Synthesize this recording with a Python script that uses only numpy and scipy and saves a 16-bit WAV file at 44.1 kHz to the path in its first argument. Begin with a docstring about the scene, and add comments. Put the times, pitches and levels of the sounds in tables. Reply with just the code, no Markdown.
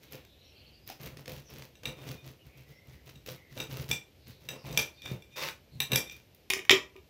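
"""A serrated knife saws the rind off a pineapple that stands on a plate on a wooden kitchen table.
Fibres snap and hiss under the teeth, juicy cells tick, and the slit opens with hollow pops.
The fruit rocks and thuds on the table, and the blade clinks on the plate as it cuts through.
The knife scrapes once across the plate, then is put down with a clatter. The crunch is grainy noise,
steel and wood ring in decaying modes, and behind them sit room tone and faint, blurred chirps."""
import sys
import numpy as np
from scipy import signal
from scipy.fft import rfft, irfft
from scipy.io import wavfile
from scipy.ndimage import uniform_filter1d

SR = 44100
rng = np.random.default_rng(int(sys.argv[2]) if len(sys.argv) > 2 else 0)


def wav_record(signal):
    """Record a signal, one row per channel, as 16-bit PCM in the file named by sys.argv[1]."""
    frames = np.transpose(np.atleast_2d(signal))
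    bounded = np.clip(frames, -1, 1)
    # unit amplitude maps onto the largest positive 16-bit level
    quanta = np.round(bounded * 32767).astype(np.int16)
    wavfile.write(sys.argv[1], SR, quanta)


N = 312669
TIME = np.arange(N) / SR


def from_db(db):
    """Decibels to gain."""
    return 10 ** (np.asarray(db) / 20)


def rms_one(x):
    """Scale to unit rms."""
    return x / np.sqrt(np.mean(x ** 2) + 1e-20)


def levelled(x, size):
    """Ride the gain to hold unit rms over a window of `size` samples."""
    return x / np.sqrt(uniform_filter1d(x ** 2, size) + 1e-12)


def at_hz(points, hz):
    """Read a table along a log-frequency axis."""
    f, value = np.transpose(points)
    return np.interp(np.log(np.maximum(hz, 1)), np.log(f), value)


def passed(x, hz, kind):
    """Gentle Butterworth filter."""
    return signal.sosfilt(signal.butter(2, hz, kind, fs=SR, output="sos"), x)


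def convolved(x, response):
    """Play x through an impulse response scaled to unit energy."""
    return signal.oaconvolve(x, response / np.linalg.norm(response))[:N]


def coloured(x, colour, size=4096):
    """Minimum-phase EQ of unit energy that follows a colour curve."""
    cepstrum = irfft(np.log(from_db(at_hz(colour, np.fft.rfftfreq(size, 1 / SR)))))
    cepstrum[1:size // 2] *= 2
    cepstrum[size // 2 + 1:] = 0
    return convolved(x, irfft(np.exp(rfft(cepstrum))))


def add(track, s, sound):
    """Mix a sound or an envelope into a track at time s."""
    part = track[round(s * SR):][:len(sound)]
    part += sound[:len(part)]


def decay(t60, size):
    """An envelope that falls 60 dB in t60 seconds."""
    return np.exp(-np.log(1000) * TIME[:size] / t60)


def ringing(modes, vary_db, size=10000):
    """One blow: decaying sines, each mode with a strength and sign of its own."""
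    hz, db, t60 = np.transpose(modes)[:, :, None]
    strength = from_db(db + vary_db * rng.standard_normal(db.shape))
    sign = rng.choice([-1, 1], db.shape)
    return np.sum(strength * sign * decay(t60, size) * np.sin(2 * np.pi * hz * TIME[:size]), axis=0)


def burst(t60, size=10000):
    """A crack of noise that dies at once."""
    return rng.standard_normal(size) * decay(t60, size)


def grains(per_s, spread_db, smooth_db):
    """Random tiny fractures of uneven size over smooth friction, evened to a steady level."""
    sizes = from_db(spread_db * np.minimum(rng.exponential(1, N), 4))
    clicks = rms_one((rng.random(N) < per_s / SR) * sizes * rng.choice([-1, 1], N))
    friction = from_db(smooth_db) * rng.standard_normal(N)
    return levelled(clicks + friction, size=2400)


def strokes(rows, attack_s, build_db, release_db_per_s, size=36000):
    """Envelope of strokes (start s, length s, dB): the blade bites, bears down harder, then lets go."""
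    t, out = TIME[:size], np.zeros(N)
    for s, length, db in rows:
        pressure_db = build_db * (np.minimum(t / length, 1) - .5)
        release_db = release_db_per_s * np.maximum(t - length, 0)
        add(out, s, np.minimum(t / attack_s, 1) * from_db(db + pressure_db - release_db))
    return out


# The kitchen's reverb time. Each row: frequency in Hz, t60 in seconds.
ROOM_T60 = [(60, 0.21), (300, 0.25), (1000, 0.27), (3000, 0.22), (8000, 0.22), (16000, 0.18)]

def kitchen(x, wet_db, first_echo_s, size=20000):
    """Direct sound plus a short diffuse tail that dies sooner in the treble."""
    hz, centres = np.fft.rfftfreq(size, 1 / SR), np.transpose(ROOM_T60)[0]
    white = rfft(rng.standard_normal(size))
    tail = 0
    for share, (_, t60) in zip(np.eye(len(centres)), ROOM_T60):
        band = irfft(white * at_hz(np.c_[centres, share], hz))
        tail = tail + band * decay(t60, size)
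    fade_in = np.clip(TIME[:size] / first_echo_s - 1, 0, 1)
    wet = from_db(wet_db)
    return (x + wet * convolved(x, tail * fade_in)) / np.sqrt(1 + wet ** 2)


# The room tone's EQ. Each row: frequency in Hz, relative level in dB.
ROOM_TONE_COLOUR = [(15, -51), (25, -26.5), (64, 6), (108, 1.5), (190, -6.5), (503, -8), (1190, -25),
                    (1940, -22), (2220, -18.5), (2610, -18), (5430, -24.5), (8830, -35.5), (14400, -25.5),
                    (16000, -64)]

def room_tone():
    """A steady, bass-heavy bed of soft noise."""
    return from_db(-60.5) * coloured(rng.standard_normal(N), ROOM_TONE_COLOUR)


# Faint chirps. Each row: start and length in seconds, first pitch, last pitch and width in Hz,
# level in dB.
CHIRPS = [(0, .3, 3400, 2800, 1800, -62), (.2, .22, 3600, 3750, 450, -65), (.32, .28, 3900, 4100, 500, -64),
          (.4, .17, 5700, 5450, 400, -68), (.25, .7, 3000, 2850, 800, -64),
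          (.52, .14, 4350, 4400, 500, -62), (.63, .1, 4350, 4350, 500, -63),
          (.7, .12, 4700, 4500, 450, -63), (.78, .24, 4850, 5200, 400, -63),
          (1.43, .13, 6200, 5000, 600, -60), (2.42, .3, 2250, 2500, 550, -65),
          (2.6, .36, 1980, 2120, 140, -64), (2.82, .28, 2200, 1850, 450, -68),
          (3.28, .36, 2250, 1800, 220, -63), (2.36, .12, 2900, 2850, 200, -67),
          (2.71, .12, 5550, 5300, 250, -70), (4.12, .38, 4600, 3600, 1000, -66),
          (4.48, .26, 5400, 4800, 900, -64), (4.9, .16, 4600, 4200, 700, -66),
          (5.68, .14, 4300, 3900, 450, -66)]

def chirps():
    """Narrow bands of noise swell, glide and fade in the background."""
    out = np.zeros(N)
    for s, length, start_hz, end_hz, width_hz, db in CHIRPS:
        count = round(length * SR)
        blur = passed(rng.standard_normal((2, SR)), width_hz / 2, "low")[:, -count:]
        phase = 2 * np.pi * np.cumsum(np.linspace(start_hz, end_hz, count)) / SR
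        band = rms_one(blur[0] * np.cos(phase) + blur[1] * np.sin(phase))
        add(out, s, from_db(db) * signal.windows.hann(count) * band)
    return out


# The handle knocks and the fruit rocks down on the table. Each row: start in seconds, level in dB.
HANDLE_KNOCKS = [(6.501, -37.5), (6.535, -36.5), (6.567, -36.5), (6.707, -19.5), (6.729, -21.5),
                 (6.955, -45.5)]
FRUIT_THUDS = [(1.29, -41), (2.09, -42), (2.255, -64), (3.31, -35.5), (3.795, -40), (3.905, -32.5),
               (4.772, -39.5), (5.115, -26), (5.929, -24.5)]
# The body of a knock and of a thud. Each row: frequency in Hz, relative level in dB, t60 in seconds.
TABLE_MODES = [(150, -17, .15), (240, -15, .08), (310, -11, .05), (383, 0, .12), (435, -7, .05),
               (615, -14, .11), (985, -12, .11), (1218, -14, .1)]
FRUIT_MODES = [(78, -12, .1), (134, 0, .11), (175, -5, .07), (350, -11, .05)]

def thumps():
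    """Dull blows on the wooden table, which radiates no deep bass."""
    out = np.zeros(N)
    for hits, modes in (HANDLE_KNOCKS, TABLE_MODES), (FRUIT_THUDS, FRUIT_MODES):
        for s, db in hits:
            add(out, s, from_db(db) * ringing(modes, vary_db=0.5))
    return passed(out, 110, "high")


def steel_strikes(hits, modes, colour, crack_db, crack_t60, rise_s):
    """Modes plus a contact crack; each blow has its own ring, click and treble levels."""
    out = np.zeros(N)
    for s, *levels in hits:
        tone = ringing(modes, vary_db=1.6)
        crack = from_db(crack_db) * coloured(burst(crack_t60), colour)[:len(tone)]
        attack = 1 - np.exp(-TIME[:len(tone)] / rise_s)   # bending waves take a moment to fill the blade
        blow = (tone + crack) * attack
        ring = passed(blow, 4200, "low")
        click = passed(blow, [4200, 7400], "band")
        treble = passed(blow, [9000, 15000], "band")
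        for band, db in zip((ring, click, treble), levels):
            add(out, s, from_db(db) * band / np.std(band[:550]))   # level of the first 12 ms
    return out


# The knife lands and bounces. Each row: start in seconds, ring, click and treble levels in dB.
LAY_DOWN_HITS = [(6.501, -30, -29.5, -33), (6.505, -24, -37.5, -38), (6.535, -26, -29, -37),
                 (6.576, -40.5, -48, -51), (6.591, -39, -51.5, -57.5), (6.651, -46.5, -56, -58.5),
                 (6.695, -11.5, -28.5, -35), (6.707, -18.5, -20, -37), (6.712, -14.5, -27.5, -36),
                 (6.714, -18.5, -42, -33), (6.963, -54, -72, -71)]
# Its ring as it lands. Each row: frequency in Hz, relative level in dB, t60 in seconds.
LAY_DOWN_MODES = [(783, -17, .02), (1130, -15, .035), (1885, -6, .025), (2250, 2, .025), (2470, 1, .03),
                  (2870, -2, .025), (3200, -2.5, .02), (3650, -2, .025), (4700, -8, .016),
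                  (5290, -4.5, .016), (5700, -7, .022), (7100, -6, .014), (10040, -17, .018),
                  (13400, -19, .018), (14650, -17, .02)]
# Contact noise EQ for clatter and grazes. Each row: frequency in Hz, relative level in dB.
CLATTER_COLOUR = [(25, -37.5), (70, -12.5), (200, -17.5), (900, -11.5), (1500, -7), (2000, 4), (2500, 3),
                  (3400, 2), (4000, -3), (5400, -1), (7300, -7), (8100, -11), (14000, -15.5),
                  (16000, -12.5)]

def clatter():
    """The knife is put down and rings at every bounce."""
    return steel_strikes(LAY_DOWN_HITS, LAY_DOWN_MODES, CLATTER_COLOUR,
                         crack_db=5, crack_t60=.014, rise_s=.0003)


# Light touches on the plate. Each row: start in seconds, length in seconds, level in dB.
GRAZES = [(1.94, 0.27, -62), (4.64, .2, -57), (4.96, 0.13, -59.5), (5.017, 0.072, -49.5),
          (5.3, 0.11, -55.5), (5.78, 0.023, -64), (6.05, 0.032, -52), (6.097, 0.011, -47)]
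# The blade ringing freely. Each row: frequency in Hz, relative level in dB, t60 in seconds.
FREE_BLADE_MODES = [(2368, 2, 0.023), (2460, 1, 0.2), (3650, 1, 0.21), (3450, -7.5, 0.049),
                    (5690, -11, 0.036), (5880, -6, .04)]

def graze():
    """Teeth brushing the plate keep the blade singing softly."""
    touch = strokes(GRAZES, attack_s=.012, build_db=2.5, release_db_per_s=900)
    teeth = touch * grains(per_s=630, spread_db=6, smooth_db=-11)
    singing = convolved(teeth, ringing(FREE_BLADE_MODES, vary_db=1))
    return singing + from_db(-11) * coloured(teeth, CLATTER_COLOUR)


# Tip and edge hit the plate. Each row: start in seconds, ring, click and treble levels in dB.
TIP_HITS = [(3.913, -23.5, -29.5, -36.5), (4.7745, -19.5, -23.5, -29.5), (5.019, -47, -65, -61),
            (5.059, -39, -53, -58), (5.222, -52.5, -61, -66), (5.958, -21, -22.5, -26),
            (6.097, -42.5, -48.5, -65)]
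EDGE_HITS = [(1.754, -55.5, -61.5, -70), (1.855, -31.5, -45.5, -46), (3.156, -55, -64, -72),
             (3.576, -44, -58, -57), (3.601, -32, -39, -45), (4.4875, -33, -39, -44.5),
             (4.663, -51, -65, -70), (4.726, -61, -47, -53), (5.493, -52, -50, -53),
             (5.8025, -23.5, -32, -32.5), (5.918, -26, -34, -35.5), (5.932, -26.5, -49, -36)]
# The knife's ring for each contact. Each row: frequency in Hz, relative level in dB, t60 in seconds.
TIP_MODES = [(2370, -2.5, .075), (2700, -14, .05), (3400, 1, .018), (3540, 4, .02), (3720, -8, .045),
             (4730, -8, .035), (5480, -3, .016), (5680, 0, .022), (6020, -8, .03), (7620, -6, .02),
             (8250, -6, .016), (9470, -10, .028), (11020, -8, .035), (11360, -11, .035), (13900, -9, .028),
             (14630, -4.5, .03)]
EDGE_MODES = [(1725, -13, .045), (2357, -4, .046), (2738, 0, .037), (3748, 6, .033), (3903, 9, .016),
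              (4890, -9, .025), (6020, -1, .022), (7750, -5, .04), (8070, -9, .035), (9580, 2, .028),
              (11400, -3, .03), (13650, 4, .03), (14650, -6, .04)]
# The contact crack's EQ. Each row: frequency in Hz, relative level in dB.
CLINK_COLOUR = [(30, -36), (200, -0.5), (500, -1.5), (1400, -1), (2400, 3), (3600, 4.5), (6000, 5),
                (8200, -14.5), (12000, -1), (14000, -23.5), (16000, 7.5)]

def clinks():
    """The blade strikes the plate: a tight crack from the tip, a longer one from the cutting edge."""
    tip = steel_strikes(TIP_HITS, TIP_MODES, CLINK_COLOUR, crack_db=4, crack_t60=.014, rise_s=.0003)
    edge = steel_strikes(EDGE_HITS, EDGE_MODES, CLINK_COLOUR, crack_db=2.5, crack_t60=.062, rise_s=.00055)
    return tip + edge


# The scrape's EQ. Each row: frequency in Hz, relative level in dB.
SCRAPE_COLOUR = [(88, -29), (150, -10), (201, -21), (545, -8), (745, -22), (871, -8.5), (1480, -14.5),
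                 (2650, -9), (3100, -17), (3700, -11), (4000, -16.5), (5570, -16.5), (8900, -31.5),
                 (13400, -24), (16000, -25)]

def scrape(start_s=5.357, length_s=0.13, db=-36.5, judder_hz=17, judder_db=3.5):
    """Serrations stick and slip unevenly as the blade is drawn once across the plate."""
    judder = from_db(judder_db * rms_one(passed(rng.standard_normal(N), judder_hz, "low")))
    pull = strokes([(start_s, length_s, db)], attack_s=0.009, build_db=2.1, release_db_per_s=760)
    return coloured(judder * pull * grains(per_s=500, spread_db=2.5, smooth_db=0), SCRAPE_COLOUR)


# Pops from the cut. Each row: start in seconds, pitch in Hz, level in dB.
HOLLOW_POPS = [(.9, 770, -35), (1.06, 610, -62), (1.283, 518, -34.5), (3.285, 500, -32.5),
               (3.57, 557, -37.5), (4.649, 890, -42)]

def hollow_pops(t60=0.035):
    """The slit in the fruit gives a short hollow note as it opens."""
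    out = np.zeros(N)
    for s, hz, db in HOLLOW_POPS:
        add(out, s, ringing([(hz, db, t60)], vary_db=1))
    return out


# Tough bits of rind give way. Each row: start in seconds, dry click and wet tick levels in dB.
SNAPS = [(0.123, -56, -27), (0.132, -29, -42), (0.25, -37.5, -48), (0.876, -37, -26), (0.901, -31, -38),
         (1.032, -50, -33), (1.061, -28.5, -26), (1.073, -27, -44), (1.171, -28, -50), (1.258, -28, -58),
         (1.279, -22, -52), (1.295, -29, -29), (1.319, -34, -31), (1.365, -39, -45), (1.583, -35, -56),
         (1.622, -30, -49), (1.652, -37, -40), (1.834, -28, -54), (2.089, -25.5, -50), (3.076, -35, -59),
         (3.095, -33.5, -55), (3.262, -28, -30.5), (3.274, -27.5, -38), (3.288, -23, -48),
         (3.728, -47, -40), (3.797, -31, -47), (3.894, -35, -28), (6.122, -41, -33), (6.348, -60.5, -38)]
# EQs for snaps and sawing: crisp fibres, bright juice, dull flesh.
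# Each row: frequency in Hz, relative level in dB.
FIBRE_COLOUR = [(500, -11.5), (1200, 2), (2500, 7), (3700, 5.5), (6000, 2.5), (8500, -9.5), (11500, -9),
                (14000, -17), (15200, -2), (17000, -19.5)]
JUICE_COLOUR = [(1500, -18), (3200, -8), (6000, -10), (8500, -18), (10200, -6), (12000, -10), (13700, 4),
                (15000, -1), (16000, -12)]
FLESH_COLOUR = [(30, -28), (150, 0), (300, 6.5), (520, 6), (750, -3), (1100, -4), (1600, -11.5), (2600, -6),
                (5000, -25.5)]

def snaps():
    """A tough fibre breaks with a dry click, a wet tick and a brief splintering."""
    clicks, ticks = np.zeros((2, N))
    for s, click_db, tick_db in SNAPS:
        crack = 0.21 * burst(t60=0.019)
        crack[0] += .4   # the break itself, ahead of the splinters
        add(clicks, s, from_db(click_db) * crack)
        add(ticks, s, from_db(tick_db) * crack)
    body = from_db(-6) * coloured(clicks, FLESH_COLOUR)
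    return coloured(clicks, FIBRE_COLOUR) + body + coloured(ticks, JUICE_COLOUR)


# The table rumble's EQ. Each row: frequency in Hz, relative level in dB.
RUMBLE_COLOUR = [(25, -38), (50, -2), (75, 2.5), (100, -7), (135, 15), (175, -4.5), (250, -6), (450, -40.5)]
# Pushes and pulls of the knife. Each row: start and length in seconds, then the levels of
# tearing fibres, rasping flesh and table rumble in dB.
SAW_STROKES = [(0.0, 0.045, -62, -65, -67), (0.102, .05, -57, -52, -53), (0.517, 0.18, -84, -72, -80),
               (0.862, 0.042, -50, -57.5, -59), (0.987, 0.084, -55, -50.5, -48.5),
               (1.11, 0.023, -74, -65, -51), (1.163, 0.029, -59, -56.5, -50.5),
               (1.264, 0.074, -56.5, -50.5, -48.5), (1.35, 0.028, -56.5, -69, -50),
               (1.478, 0.15, -57, -56.5, -53), (1.828, 0.067, -60, -47, -45.5),
               (1.962, 0.082, -61.5, -52.5, -53.5), (2.048, 0.071, -52, -52, -44.5),
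               (2.224, 0.067, -58, -57, -49), (2.438, 0.032, -67.5, -63, -55.5),
               (2.547, 0.061, -65, -68, -55.5), (2.669, 0.034, -63, -64, -54), (2.847, .1, -66, -66, -54),
               (3.041, 0.056, -60.5, -60, -57), (3.137, 0.025, -72, -71, -53.5),
               (3.254, 0.065, -51, -54.5, -52.5), (3.492, 0.036, -60, -66, -51.5),
               (3.549, 0.069, -51.5, -46, -47.5), (3.682, 0.14, -51, -49.5, -42),
               (3.879, 0.025, -42, -47, -37), (4.254, 0.043, -57, -63, -50), (4.394, 0.1, -65.5, -65, -59),
               (4.481, 0.074, -72, -49.5, -52.5), (4.632, 0.12, -55, -48, -43),
               (4.761, 0.03, -36.5, -41, -46), (5.031, 0.092, -55, -49.5, -50.5),
               (5.718, 0.11, -90, -73, -46.5), (5.895, 0.062, -58, -38, -40),
               (6.059, 0.12, -62, -90, -64.5)]

def sawing(juice_db=-8):
    """Teeth tear the fibres, burst juicy cells, rasp through the flesh and shake the table."""
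    s, length, fibre_db, flesh_db, rumble_db = np.transpose(SAW_STROKES)
    bite = strokes(zip(s, length, fibre_db), attack_s=0.028, build_db=1.6, release_db_per_s=300)
    rasp = strokes(zip(s, length, flesh_db), attack_s=0.03, build_db=1, release_db_per_s=234)
    push = strokes(zip(s, length, rumble_db), attack_s=0.029, build_db=2.9, release_db_per_s=267)
    fibres = coloured(bite * grains(per_s=320, spread_db=3.2, smooth_db=-5), FIBRE_COLOUR)
    cells = from_db(juice_db) * bite * grains(per_s=70, spread_db=5.5, smooth_db=-14)
    juice = coloured(convolved(cells, burst(t60=0.0033)), JUICE_COLOUR)
    flesh = coloured(rasp * grains(per_s=500, spread_db=2, smooth_db=-7.5), FLESH_COLOUR)
    shake = coloured(grains(per_s=140, spread_db=7.5, smooth_db=-2.5), RUMBLE_COLOUR)
    return fibres + juice + flesh, push * levelled(shake, size=2600)


def scene():
    """Crunch, steel and table sound in the small room; the rumble comes straight through the table."""
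    crunch, rumble = sawing()
    blade, landing, wood = clinks(), clatter(), thumps()
    cutting = kitchen(crunch + snaps() + hollow_pops() + scrape(), wet_db=-7, first_echo_s=0.0054)
    steel = kitchen(blade + graze(), wet_db=-4, first_echo_s=0.0074)
    steel += kitchen(landing, wet_db=-5, first_echo_s=0.0045)
    table = kitchen(wood, wet_db=-7.5, first_echo_s=0.011) + rumble
    return (cutting + steel + table + room_tone() + chirps())[None]


def record(dry):
    """Soft-clip the loudest peaks and cut the top steeply."""
    ceiling, cutoff_hz = 0.83, 15700
    rounded = ceiling * np.tanh(dry / ceiling)
    return signal.sosfilt(signal.ellip(10, .1, 80, cutoff_hz, fs=SR, output="sos"), rounded)


dry = scene()
out = record(dry)
wav_record(out)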